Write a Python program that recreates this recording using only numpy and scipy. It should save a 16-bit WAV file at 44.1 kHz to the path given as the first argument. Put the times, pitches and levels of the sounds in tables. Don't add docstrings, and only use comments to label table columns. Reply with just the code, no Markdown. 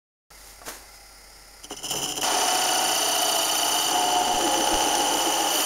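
import sys
import numpy as np
from scipy import signal
from scipy.io import wavfile
from scipy.ndimage import uniform_filter1d, map_coordinates

SR = 44100
rng = np.random.default_rng(int(sys.argv[2]) if len(sys.argv) > 2 else 0)


def materialize(psi):
    bounded = np.clip(np.atleast_2d(psi).T, -1, 1)
    quanta = np.round(bounded * 32767).astype(np.int16)
    wavfile.write(sys.argv[1], SR, quanta)


def undo_db(level):
    steps = np.asarray(level, float) / 20
    return 10 ** steps


N = 249165
T = np.arange(N) / SR
HZ = np.fft.rfftfreq(N, 1 / SR)


def evened(x):
    return x / np.sqrt(np.mean(x ** 2) + 1e-20)


def steady(x, size=6000):
    power = uniform_filter1d(uniform_filter1d(x ** 2, size), size)
    return x / np.sqrt(abs(power) + 1e-20)


def columns(rows):
    s, *rest = np.transpose(rows)
    return [np.interp(T, s, c, left=-120) for c in rest]


def colour(points):
    hz, db = np.transpose(points)
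    return undo_db(np.interp(np.log(HZ + 1), np.log(hz), db, left=-100, right=-100))


def modes(rows):
    response = 0
    for k, (hz, width, db) in enumerate(sorted(rows)):
        response = response + (-1) ** k * undo_db(db) / (1 + 2j * (HZ - hz) / width)
    return response


def through(x, gain):
    return np.fft.irfft(np.fft.rfft(x) * gain, N)


# (time [s], speed [turns/s])
SPINDLE_SPEED = [(0, 16.85), (1.55, 16.85), (1.7, 15.8), (2.1, 15.2), (2.4, 14.65), (2.8, 14.75),
                 (3.2, 14.9), (3.6, 15.1), (3.85, 15.15), (3.95, 15.55), (4.35, 15.55), (4.55, 15.15),
                 (4.9, 15.03), (5.7, 15.0)]


def angle():
    return np.cumsum(columns(SPINDLE_SPEED)[0]) / SR


def grain(memory, size):
    turns, keep = angle(), np.clip(memory, 0, .98)
    fresh = rng.standard_normal((100, size))
    marks = signal.lfilter([np.sqrt(1 - keep ** 2)], [1, -keep], fresh, axis=0)
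    return map_coordinates(marks.ravel(), [(turns + 5) * size], order=1)


def chips(per_s, spread_db):
    size = undo_db(spread_db * np.minimum(rng.exponential(1, N), 5))
    happens = rng.random(N) < per_s / SR
    return evened(size * rng.standard_normal(N) * happens)


# (time [s], level [dB])
MOTOR_SHAKE = [(.31, -54.5), (1.3, -56.5), (2.44, -57), (2.52, -72), (3.4, -66), (4.28, -52), (4.95, -54.5),
               (5.18, -54), (5.65, -64)]
# (times per turn, level [dB], share of the swell)
SPINDLE_HUMS = [(9, -56.5, 0.69), (11, -66, .3), (12, -64.5, 0.34)]
# (time [s], level [dB])
HUM_SWELL = [(1.7, -18), (1.98, 16.5), (2.28, -14), (2.57, 3), (3.3, -6), (4.0, -1), (4.75, 0), (5.65, -21)]


def drive_hum():
    waver, flutter = (evened(uniform_filter1d(uniform_filter1d(v, size=2000), size=2000))
                      for v in rng.standard_normal((2, N)))
    shake_phase = 2 * np.pi * np.cumsum(46.4 + 0.43 * waver) / SR
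    shake = undo_db(columns(MOTOR_SHAKE)[0] + 0.63 * flutter) * np.sin(shake_phase)
    swell_db = columns(HUM_SWELL)[0]
    hum = sum(undo_db(db + share * swell_db - flutter) * np.sin(2 * np.pi * k * angle())
              for k, db, share in SPINDLE_HUMS)
    return np.sqrt(2) * (shake + hum)


# (frequency [Hz], level [dB])
IDLE_COLOUR = [(35, -43), (60, -7.5), (202, -15), (798, -9), (1130, -18.5), (1360, -16), (1530, -20),
               (1980, -13), (3550, -22.5), (5150, -10.5), (6070, -16.5), (9670, -17.5), (15800, -23.5)]
# (frequency [Hz], width [Hz], level [dB])
IDLE_RINGING = [(840, 110, -37), (1380, 87, 2), (2086, 52, 0.5), (4740, 21, -0.5), (5000, 24, -14),
                (5550, 42, -7), (6600, 220, -9), (6950, 33, -8), (8700, 50, -7), (9500, 72, 2),
                (10140, 120, 3), (10180, 130, 1), (11400, 66, -24), (13200, 190, -17)]


def idle():
    turn = 2 * np.pi * angle()
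    pulse_db = 1.9 * np.cos(2 * turn + 0.48) + 0.6 * np.cos(4 * turn + 1.3) + .5 * np.cos(turn + .2)
    drive = 1.0 * grain(0.73, size=2600) + rng.standard_normal(N) * undo_db(pulse_db)
    machine = colour(IDLE_COLOUR) * (1 + undo_db(5.5) * abs(modes(IDLE_RINGING)))
    hiss = evened(through(drive, machine))
    unbalance = undo_db(-63) * np.sin(turn)
    return undo_db(-49) * hiss + drive_hum() + unbalance


# (time [s], peak level [dB], pitch factor)
KNOCK_TIMES = [
    (.3045, -60, 0.79),
    (.3115, -44.5, 1.16),
    (0.617, -37.5, 1.01),
    (.6208, -43, 1.23),
    (.631, -42, 0.98),
    (.639, -55, 0.72),
    (.667, -51, 0.67),
    (.674, -36, 0.65),
    (.681, -31.5, 0.93),
]
# (frequency [Hz], level [dB], time to fall 60 dB [s])
KNOCK_RINGING = [(710, 0, .05), (1150, -2, .03), (1420, -4, .025)]


def knocks():
    out = np.zeros(N)
    for s, peak_db, pitch in KNOCK_TIMES:
        t = np.clip(T[:SR] - s, 0, .2)
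        ring = sum(undo_db(db - 60 * t / t60) * np.sin(2 * np.pi * pitch * hz * t) for hz, db, t60 in KNOCK_RINGING)
        out[:SR] += undo_db(peak_db) * ring
    return out


# (time of crest [s], dull level [dB], bright level [dB], rise [s/10 dB], fall [s/10 dB])
SLEEVE_STROKES = [
    (.308, -55, -52, .003, .008),
    (.496, -57, -47.5, 0.18, 0.07),
    (.62, -51, -57, .003, .012),
    (.665, -41, -38, 0.0063, .03),
    (.69, -35.5, -35, 0.017, 0.038),
    (.74, -47, -44.5, 0.054, 0.088),
    (.96, -72, -51, .06, 0.023),
]
# (frequency [Hz], level [dB])
DULL_CLOTH = [(110, -46), (180, -29), (243, -7.5), (698, -8), (1120, -6.5), (1210, -13), (1560, -6),
              (2800, -23), (3640, -43), (6160, -120)]
# (frequency [Hz], level [dB])
BRIGHT_CLOTH = [(1290, -38), (2200, -16), (3950, -6.5), (4580, -7.5), (6700, -2), (7960, -5.5),
                (11800, -7.5), (15800, -14)]


def sleeve():
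    dull_power, bright_power = np.zeros(N), np.zeros(N)
    for crest, dull_db, bright_db, rise, fall in SLEEVE_STROKES:
        shape = undo_db(-10 * np.maximum((crest - T) / rise, (T - crest) / fall))
        dull_power += (undo_db(dull_db) * shape) ** 2
        bright_power += (undo_db(bright_db) * shape) ** 2
    weave_db = 1.0 * evened(uniform_filter1d(rng.standard_normal(N), size=130))
    rub = rng.standard_normal(N) * undo_db(weave_db)
    dull, bright = (evened(through(rub, colour(c))) for c in (DULL_CLOTH, BRIGHT_CLOTH))
    return np.sqrt(dull_power) * dull + np.sqrt(bright_power) * bright


# (times per turn, depth [dB], place [turns])
EDGE_BITE = [(1, .7, .55), (2, .6, .02), (3, .8, .15), (4, 1.2, .04), (6, .7, .06), (8, .6, .04)]


def bite_db():
    turns = angle()
    return sum(db * np.cos(2 * np.pi * k * (turns - place)) for k, db, place in EDGE_BITE)


# (start [s], end [s], first pitch [Hz], last pitch [Hz], level [dB])
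CHATTER_TONES = [(2.22, 2.58, 733, 728, -33.5), (2.23, 2.6, 676, 670, -39), (3.86, 4.4, 541, 538, -47),
                 (2.5, 3.45, 720, 733, -39), (2.4, 2.9, 765, 765, -39), (2.65, 3.25, 938, 956, -43),
                 (3.5, 3.85, 822, 835, -39), (2.24, 2.48, 924, 917, -36.5), (3.92, 4.38, 919, 907, -37),
                 (3.86, 4.56, 836, 823, -34), (4.38, 5.6, 826, 820, -30.5), (4.5, 5.58, 785, 790, -39),
                 (4.45, 5.5, 735, 730, -40), (4.55, 5.55, 875, 887, -35.5), (4.33, 4.95, 533, 529, -37),
                 (4.8, 5.6, 529, 526, -39.5), (2.85, 3.5, 428, 420, -44), (2.28, 2.45, 415, 410, -40),
                 (3.45, 3.9, 875, 885, -40), (4.36, 4.5, 420, 400, -40), (3.92, 4.98, 606, 604, -42),
                 (5.04, 5.5, 602, 606, -46), (5.52, 5.65, 607, 608, -37), (3.93, 4.36, 385, 388, -42),
                 (.35, 1.75, 810, 806.5, -63.5), (.8, 1.68, 5098, 5111, -59), (1.0, 1.62, 7016, 7015, -69)]
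# (time [s], pitch [Hz], level [dB])
BLANK_SONG = [(2.75, 662, -46), (2.95, 664, -37.5), (3.4, 669, -33.5), (3.55, 680, -38.5), (3.68, 706, -39),
              (3.79, 719, -31), (3.87, 728, -37), (3.96, 724, -28.5), (4.35, 726, -25), (4.42, 718, -38)]


def chatter(waver_hz=2.5, flutter_db=1.5):
    tones = [[(a, first, db), (b, last, db)] for a, b, first, last, db in CHATTER_TONES] + [BLANK_SONG]
    out, turns = np.zeros(N), angle()
    for rows in tones:
        s, hz, db = np.transpose(rows)
        a, b = int(s[0] * SR), min(int(s[-1] * SR), N)
        t = T[a:b]
        wobble, flutter = (evened(uniform_filter1d(v, size=1800)) for v in rng.standard_normal((2, b - a)))
        lurches = rows is not BLANK_SONG and s[0] > 2 and hz[0] > 650
        lurch = np.cos(2 * np.pi * (turns[a:b] + rng.random())) * lurches
        pitch = np.interp(t, s, hz) + waver_hz * wobble + 14.8 * lurch
        level_db = np.interp(t, s, db) + 1.2 * lurch + flutter_db * flutter / np.sqrt(len(rows) / 2)
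        swell_s = min(0.12 * (s[-1] - s[0]), .2)
        fade = np.clip(np.minimum(t - s[0], s[-1] - t) / swell_s, 0, 1)
        out[a:b] += np.sqrt(2) * undo_db(level_db) * fade * np.sin(2 * np.pi * np.cumsum(pitch) / SR)
    return out * undo_db(0.31 * bite_db())


# (time [s], steel level [dB], wood level [dB], contact [s])
GRAZE_TIMES = [(1.632, -42.5, -54, 0.0055), (1.641, -33.5, -44, 0.0025), (1.698, -39, -40, 0.031),
               (1.706, -40.5, -41, .01), (1.722, -37.5, -54, .01), (1.765, -34, -47, 0.0059),
               (1.785, -41, -48, .012), (1.803, -42, -49, .003), (1.819, -40, -42, .003),
               (1.83, -29.5, -38.5, 0.036), (1.884, -27, -37, 0.0034), (1.908, -24, -41, 0.003),
               (2.112, -33, -43, .01), (2.222, -34, -40, 0.0085), (1.900, -26, -32.5, 0.021),
               (1.934, -29, -29.5, 0.0043), (1.952, -27.5, -34.5, 0.037), (1.995, -34, -36, 0.016),
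               (2.016, -27.5, -33, 0.042), (2.071, -32, -36.5, 0.02), (2.088, -29.5, -36.5, 0.035),
               (2.135, -37, -40, 0.012), (2.155, -31, -38, 0.016), (2.176, -25, -30.5, 0.0022),
               (2.186, -35, -36, 0.01), (2.210, -26, -39, 0.0087), (2.232, -26.5, -39, 0.007)]


def grazing(column, rise, fall, late):
    power = np.zeros(N)
    for row in GRAZE_TIMES:
        s, contact = row[0], row[3]
        at = round(s * SR)
        t = T[at:at + SR // 5] - s - late * contact
        let_go = fall * min(0.56 + contact / 0.016, 1)
        shape = np.clip(t / rise, 0, 1) * np.exp(-np.maximum(t - contact, 0) / let_go)
        power[at:at + SR // 5] += (undo_db(row[column]) * shape) ** 2
    return np.sqrt(power)


def first_contact(db=8.0):
    ticks = np.zeros(N)
    for row in GRAZE_TIMES:
        ticks[round(row[0] * SR) + 8] = undo_db(row[1] + db)
    return ticks


# (frequency [Hz], width [Hz], level [dB])
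TOUCHED_STEEL = [(2807, 190, -1), (2995, 160, 4.5), (3240, 240, -7), (3850, 95, -43), (4060, 70, -14),
                 (4570, 31, -30), (5305, 130, 0), (5600, 240, -10), (6030, 105, 3), (6440, 200, -8),
                 (7070, 370, -3.5), (8070, 320, -18), (9320, 510, -7)]
# (frequency [Hz], width [Hz], level [dB])
TOUCHED_WOOD = [(140, 64, -13), (202, 43, -10), (293.5, 22, 2), (421, 23, -0.5), (537, 61, -5.5),
                (746, 39, 0), (900, 120, -7.5), (1350, 560, -15)]


def touches():
    steel_modes, wood_modes = modes(TOUCHED_STEEL), modes(TOUCHED_WOOD)
    steel_force = chips(7000, 2.0) * grazing(column=1, rise=0.00032, fall=0.012, late=0) + first_contact()
    wood_force = chips(4000, 3.9) * grazing(column=2, rise=0.0025, fall=0.017, late=0.14)
    ring = through(steel_force, steel_modes) / np.linalg.norm(steel_modes)
    knock = through(wood_force, wood_modes) / np.linalg.norm(wood_modes)
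    return undo_db(-4.0) * np.sqrt(N) * (ring + undo_db(0.6) * knock)


# (frequency [Hz], width [Hz], level [dB])
SCRATCH_RINGING = [(11000, 1600, 0), (12880, 160, 6), (14200, 2200, 1)]


def scratch(db=-13.5, effort=1.4):
    gain = grazing(column=1, rise=.0003, fall=0.0089, late=0) / undo_db(-27)
    top = modes(SCRATCH_RINGING)
    grit = through(chips(2300, 2.9) * gain ** effort, top)
    return undo_db(db - 29.5) * np.sqrt(N) * grit / np.linalg.norm(top)


# (time [s], peak level [dB])
SNAP_TIMES = [(2.214, -21), (2.2313, -6.5), (2.257, -12), (2.2732, -24), (2.4104, -13), (2.434, -21),
              (2.4783, -13), (2.5466, -11), (2.689, -14), (2.7346, -10), (3.1537, -17), (3.2206, -14),
              (3.3875, -13), (3.4154, -12), (3.49, -14), (3.5546, -8), (3.7238, -13), (3.7424, -9),
              (3.7886, -10), (3.884, -9), (3.912, -14), (4.2787, -21), (4.3468, -12), (4.363, -18),
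              (4.4106, -18), (4.4782, -27), (4.5435, -13), (4.6104, -23), (4.6932, -23), (4.7426, -15),
              (4.775, -18), (4.8396, -10), (4.953, -7), (5.0434, -19), (5.1716, -12), (5.304, -12),
              (5.3248, -11), (5.447, -17), (5.504, -8), (5.6018, -11)]
# (frequency [Hz], level [dB])
TORN_WOOD = [(41, -57), (70, -29.5), (217, -18.5), (306, -8), (526, -11.5), (723, -3), (2150, -17.5),
             (3020, -9), (3780, -24.5), (6090, -9), (7990, -21), (9580, -25), (15800, -26)]


def snaps(fall=0.002):
    gain = np.zeros(N)
    tail = np.exp(-np.arange(400) / SR / fall)
    for s, db in SNAP_TIMES:
        gain[round(s * SR):][:400] += undo_db(db) * tail
    bright = colour(TORN_WOOD) * (HZ / 3000) ** .15
    gain *= undo_db(-10)
    return through(gain * rng.standard_normal(N), bright / np.sqrt(np.mean(bright ** 2)))


# (time [s], feed pressure [dB], rub of its sides [dB])
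CUT_FORCES = [(2.18, -6, 6.5), (2.31, 3.5, 1), (2.45, 1, 3), (3.13, -2.5, 4), (3.5, -2.5, 3.5),
              (3.7, 0, 2.5), (3.86, -5, 4), (3.93, 5, -2), (3.98, 1.5, -0.5), (4.33, 3, -4),
              (4.43, 5, -2.5), (5.0, 4.5, -1.5), (5.48, 4.5, -2.5), (5.56, -0.5, 3), (5.61, 3.5, 1.5),
              (5.65, 0, 2)]
# (level [dB], share of feed, share of rub, extra on entry [dB])
CUT_LAYERS = dict(bed=(-38.5, 1.08, -0.36, -5), middle=(-48.5, 2, 0, 2), blank=(-35, -0.27, -1, 3.5),
              upper=(-33, 0.57, -0.85, 1.5), first=(-31, -0.1, 0.4, -5), modes=(-34, 0.43, 0.85, -3),
              high=(-36, 0.74, 1.42, -3.5), top=(-43, 1, 2.5, -11.5), second=(-38, -0.35, 0.75, -2),
              tear=(-33.5, 0.5153, 0.53, 1.5), edge=(-42.5, 0.4, 1.22, -0.7), shrill=(-47, 0, 1.3, -2),
              flank=(-47.5, -0.8, 1.67, -9))


def level(name):
    feed, rub = columns(CUT_FORCES)
    db, by_feed, by_rub, entry_db = CUT_LAYERS[name]
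    since = np.maximum(T - 2.224, 0)
    cut_db = db + by_feed * np.maximum(feed, -20) + by_rub * np.maximum(rub, -20)
    cut_db = cut_db + entry_db * np.exp(-since / 0.74)
    return undo_db(cut_db) * np.clip(since / 0.015, 0, 1)


HOLE_STAGES = (2.55, 3.35, 4.2, 5.0)


def staged(values):
    return np.interp(T, HOLE_STAGES, values)


# (start [s], rate [1/s], depth [dB], time of one crest [s])
BED_THROB = (4.38, 7.25, 5, 4.872)


def throb():
    start, per_s, depth_db, crest = BED_THROB
    begun, phase = T > start, 2 * np.pi * per_s * (T - crest)
    return begun, phase, depth_db * begun * (np.cos(phase) - .4)


# (frequency [Hz], width [Hz], level [dB])
BED_RINGING = [(182, 38, -15), (243, 58, -11), (302, 28, 3), (345, 26, 3), (424, 32, -.5)]
# (frequency [Hz], width [Hz], level [dB])
MIDDLE_RINGING = [(517, 8.6, -12), (592, 6, -0.5), (539, 61, 0)]
# (frequency [Hz], width [Hz], level [dB])
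UPPER_RINGING = [(812, 66.5, 0.5), (889.5, 53, -1), (924, 19, -3), (789.2, 45.6, 1.5), (739, 31, -6)]
BED_CHANGE = (.1, -1.5, -0.6, -3)
UPPER_CHANGE = (.1, .1, -3, -9)


def wood():
    force = grain(.85, size=800) * undo_db(.5 * bite_db() + .6 * grain(0.9, size=24))
    bed, middle, upper = (steady(through(force, modes(m))) for m in (BED_RINGING, MIDDLE_RINGING, UPPER_RINGING))
    turn = np.exp(2j * np.pi * 759 * T)
    r = np.exp(-np.pi * 45.0 / SR)
    blank = steady((turn * signal.lfilter([1 - r], [1, -r], force / turn)).real)
    upper_db = staged(UPPER_CHANGE)
    _, _, throb_db = throb()
    out = level("middle") * middle
    out = out + level("blank") * undo_db(upper_db / 2) * blank
    out = out + level("upper") * undo_db(upper_db) * upper
    return out + level("bed") * undo_db(throb_db + staged(BED_CHANGE)) * bed


# (frequency [Hz], share of the ring, waver [Hz])
BIT_WHINES = dict(first=(3005, .5, 45), second=(4595, .7, 22), edge=(5220, .5, 18), modes=(6065, .6, 22),
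              shrill=(12865, .25, 50))


def whine(name):
    if name not in BIT_WHINES:
        return 0
    hz, share, waver_hz = BIT_WHINES[name]
    waver = evened(uniform_filter1d(uniform_filter1d(rng.standard_normal(N), size=300), size=300))
    return share * np.sqrt(2) * np.sin(2 * np.pi * np.cumsum(hz + waver_hz * waver) / SR)


# (frequency [Hz], width [Hz], level [dB])
BIT_RINGING = dict(first=[(3005, 110, 0), (2880, 200, -6), (3170, 160, -14)], second=[(4595, 70, 0),
               (4700, 200, -12)], edge=[(5220, 60, 0), (5480, 220, -6)], modes=[(6065, 70, 0),
               (5900, 200, -8), (6850, 200, -8), (7250, 250, -7)], high=[(9270, 200, 0), (9550, 300, 0),
               (9780, 150, -1), (10300, 500, -12)], flank=[(3660, 110, 0), (4070, 150, -4), (6810, 70, 0),
               (8150, 300, -8)], shrill=[(12865, 90, 0), (12690, 260, -8)], top=[(11000, 2000, 0),
               (14000, 1800, 1)])
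# (times per turn, place [turns], then depth [dB] at each stage)
BIT_FEEL = dict(first=[(1, .5, .3, 2.0, .4, 0), (2, .03, 1.2, 2.6, 1.4, 0), (2, .25, 0, 0, 0, 1),
            (4, .04, 1.2, .9, 1, 0), (4, .11, 0, 0, .8, 2.4)], second=[(1, .9, 0, 1.6, 0, 1.6),
            (2, .45, 1.6, .8, 0, 0), (2, .07, 0, 0, 0, 1.4), (4, .03, .7, 1.2, 0, .9)],
            edge=[(2, 0, 4.5, 4.5, 0, 0), (4, 0, 2, 2.6, 0, 0), (2, .06, 0, 0, 3, 4),
            (4, .06, 0, 0, 1.2, 2.8), (1, .47, 0, 2, .7, 1.5)], modes=[(1, .93, 0, 1.9, 1.8, 1.1),
            (2, .37, 3, 3.8, 0, 1.2), (2, .29, 0, 0, 1.8, 1.6)], high=[(1, .18, 0, 0, 1.3, 1),
            (2, .37, 1, 1.2, 0, 0), (2, .15, 0, 0, 1.2, .8), (3, .14, 1.7, 1.5, 1, .7)],
            flank=[(1, .3, 1, 3, 2, 1), (2, .3, 1, 1.5, 1, 1)], shrill=[(1, .5, 1.5, 1.5, 1, 1),
            (2, .33, 1.5, 1.5, 1, 1)], top=[(1, .55, 1, 1.2, 0, .5), (2, .3, .8, 1.2, 0, .5),
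            (3, .12, 1.1, .9, .8, .4)])
BIT_CHANGE = dict(first=(0.1, .1, 0.14, 0.085), second=(.1, .1, .1, 0.091), edge=(1.8, -0.2, -1.7, .1),
              modes=(.1, .1, .1, .1), high=(0.11, .6, .1, .1), shrill=(-3, 1, 1, -1), top=(.1, 1.5, .1, .1),
              flank=(.1, 1.5, .1, .1))
# (start [s], rise [s], level [dB])
SHAVINGS_PLUG = (5.1, .03, 3.7)


def steel():
    turns, out = angle(), 0
    force = .7 * chips(9000, 1.94) + 1.3 * grain(.88, size=2900) * undo_db(2.5 * grain(.7, size=700))
    plug_start, plug_rise, plug_level = SHAVINGS_PLUG
    for name, group in BIT_RINGING.items():
        beat_db = sum(staged(depth) * np.cos(2 * np.pi * k * (turns - place))
                      for k, place, *depth in BIT_FEEL[name])
        spots_db = .9 * grain(.8, size=60)
        plug_db = (name == "top") * plug_level * np.clip((T - plug_start) / plug_rise, 0, 1)
        ring = steady(through(force * undo_db(spots_db), modes(group))) + whine(name)
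        ring = undo_db(plug_db) * steady(ring * undo_db(1.3 * beat_db))
        out = out + level(name) * undo_db(staged(BIT_CHANGE[name])) * ring
    return out


# (frequency [Hz], width [Hz], level [dB])
TEAR_PEAKS = [(1097, 7.6, 0.92), (1258, 73, 4.6), (1431, 66, 6.1), (1760, 66, 4.5), (1984, 79, 5),
              (3680, 210, 6.5), (4106, 136, 9)]


def tearing():
    crackle = .6 * chips(5000, 1.25) + grain(0.9, size=2900) * undo_db(4 * grain(.9, size=700))
    force = crackle * undo_db(0.68 * bite_db())
    peaks = 1 + sum(abs(modes([m])) ** 2 for m in TEAR_PEAKS)
    torn = steady(through(force, colour(TORN_WOOD) * np.sqrt(peaks)))
    return level("tear") * undo_db(3.5) * torn


# (first time [s], last time [s], first level [dB], last level [dB])
SQUEAK_RUNS = [
    (2.313, 2.4, -41, -26),
    (2.516, 3.1, -29, -35),
    (2.958, 4, -36, -43),
    (3.593, 4.1, -41, -37),
    (4.48, 3.1, -47, -41),
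    (4.973, 4.9, -38, -38),
    (5.213, 5.205, -34, -28),
    (5.513, 5.516, -35, -31),
]


def squeaks(length=0.0092, hz=5215, spread_db=1.5):
    out, t, turns = np.zeros(N), np.arange(round(length * SR)) / SR, angle()
    tone = np.sin(np.pi * t / length) * np.sin(2 * np.pi * hz * t)
    for first, last, first_db, last_db in SQUEAK_RUNS:
        a, b = np.interp([first, last], T, turns)
        times = np.interp(np.arange(a, max(a, b) + .5), turns, T)
        for s, z in zip(times, rng.standard_normal(len(times))):
            db = np.interp(s, [first, last], [first_db, last_db]) + spread_db * z
            out[round((s - .003) * SR):][:len(t)] += undo_db(db - 3.0) * tone
    return out


# (time [s], peak level [dB], pull [s], push [s])
STAND_BUMPS = [
    (4.346, -33, .016, .030),
    (4.746, -27, .013, .024),
]


def bumps():
    out = np.zeros(N)
    for s, db, pull, push in STAND_BUMPS:
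        out -= undo_db(db - 3) * np.sin(np.pi * np.clip((s - T) / pull, 0, 1))
        out += undo_db(db) * np.sin(np.pi * np.clip((T - s) / push, 0, 1) ** .6)
        t = np.maximum(T - s, 0)
        out += undo_db(db - 17 - 60 * t / 0.5) * np.sin(2 * np.pi * 72 * t)
    return out


# (pitch factor, level [dB])
GROAN_TONES = [(1, 0), (1.32, -7)]


def groan():
    begun, phase, throb_db = throb()
    pitch = 322 - 30 * np.sin(phase) + 2.52 * grain(0.5, size=6)
    tones = sum(undo_db(db) * np.sin(2 * np.pi * ratio * np.cumsum(pitch) / SR) for ratio, db in GROAN_TONES)
    return undo_db(-35 + 1.0 * throb_db + bite_db()) * begun * tones


def scene():
    before = idle() + knocks() + sleeve() + chatter()
    grazes = touches() + scratch()
    cut = snaps() + wood() + steel() + tearing() + squeaks()
    return (before + grazes + cut + bumps() + groan())[None]


def top_cut(x):
    return signal.sosfilt(signal.butter(12, 15930, fs=SR, output="sos"), x)


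def record(dry):
    start_s = .3043
    notch = 1 - 0.72 / (1 + 2j * (HZ - 7860) / 330)
    edge = np.clip((15830 - HZ) / 100, 0, 1) ** 3
    heard = through(dry[0] * (T > start_s), notch * edge)
    heard = heard * np.clip((T - start_s) / .004 + 2, 0, 1)
    return top_cut(heard[None])


dry = scene()
out = record(dry)
materialize(out)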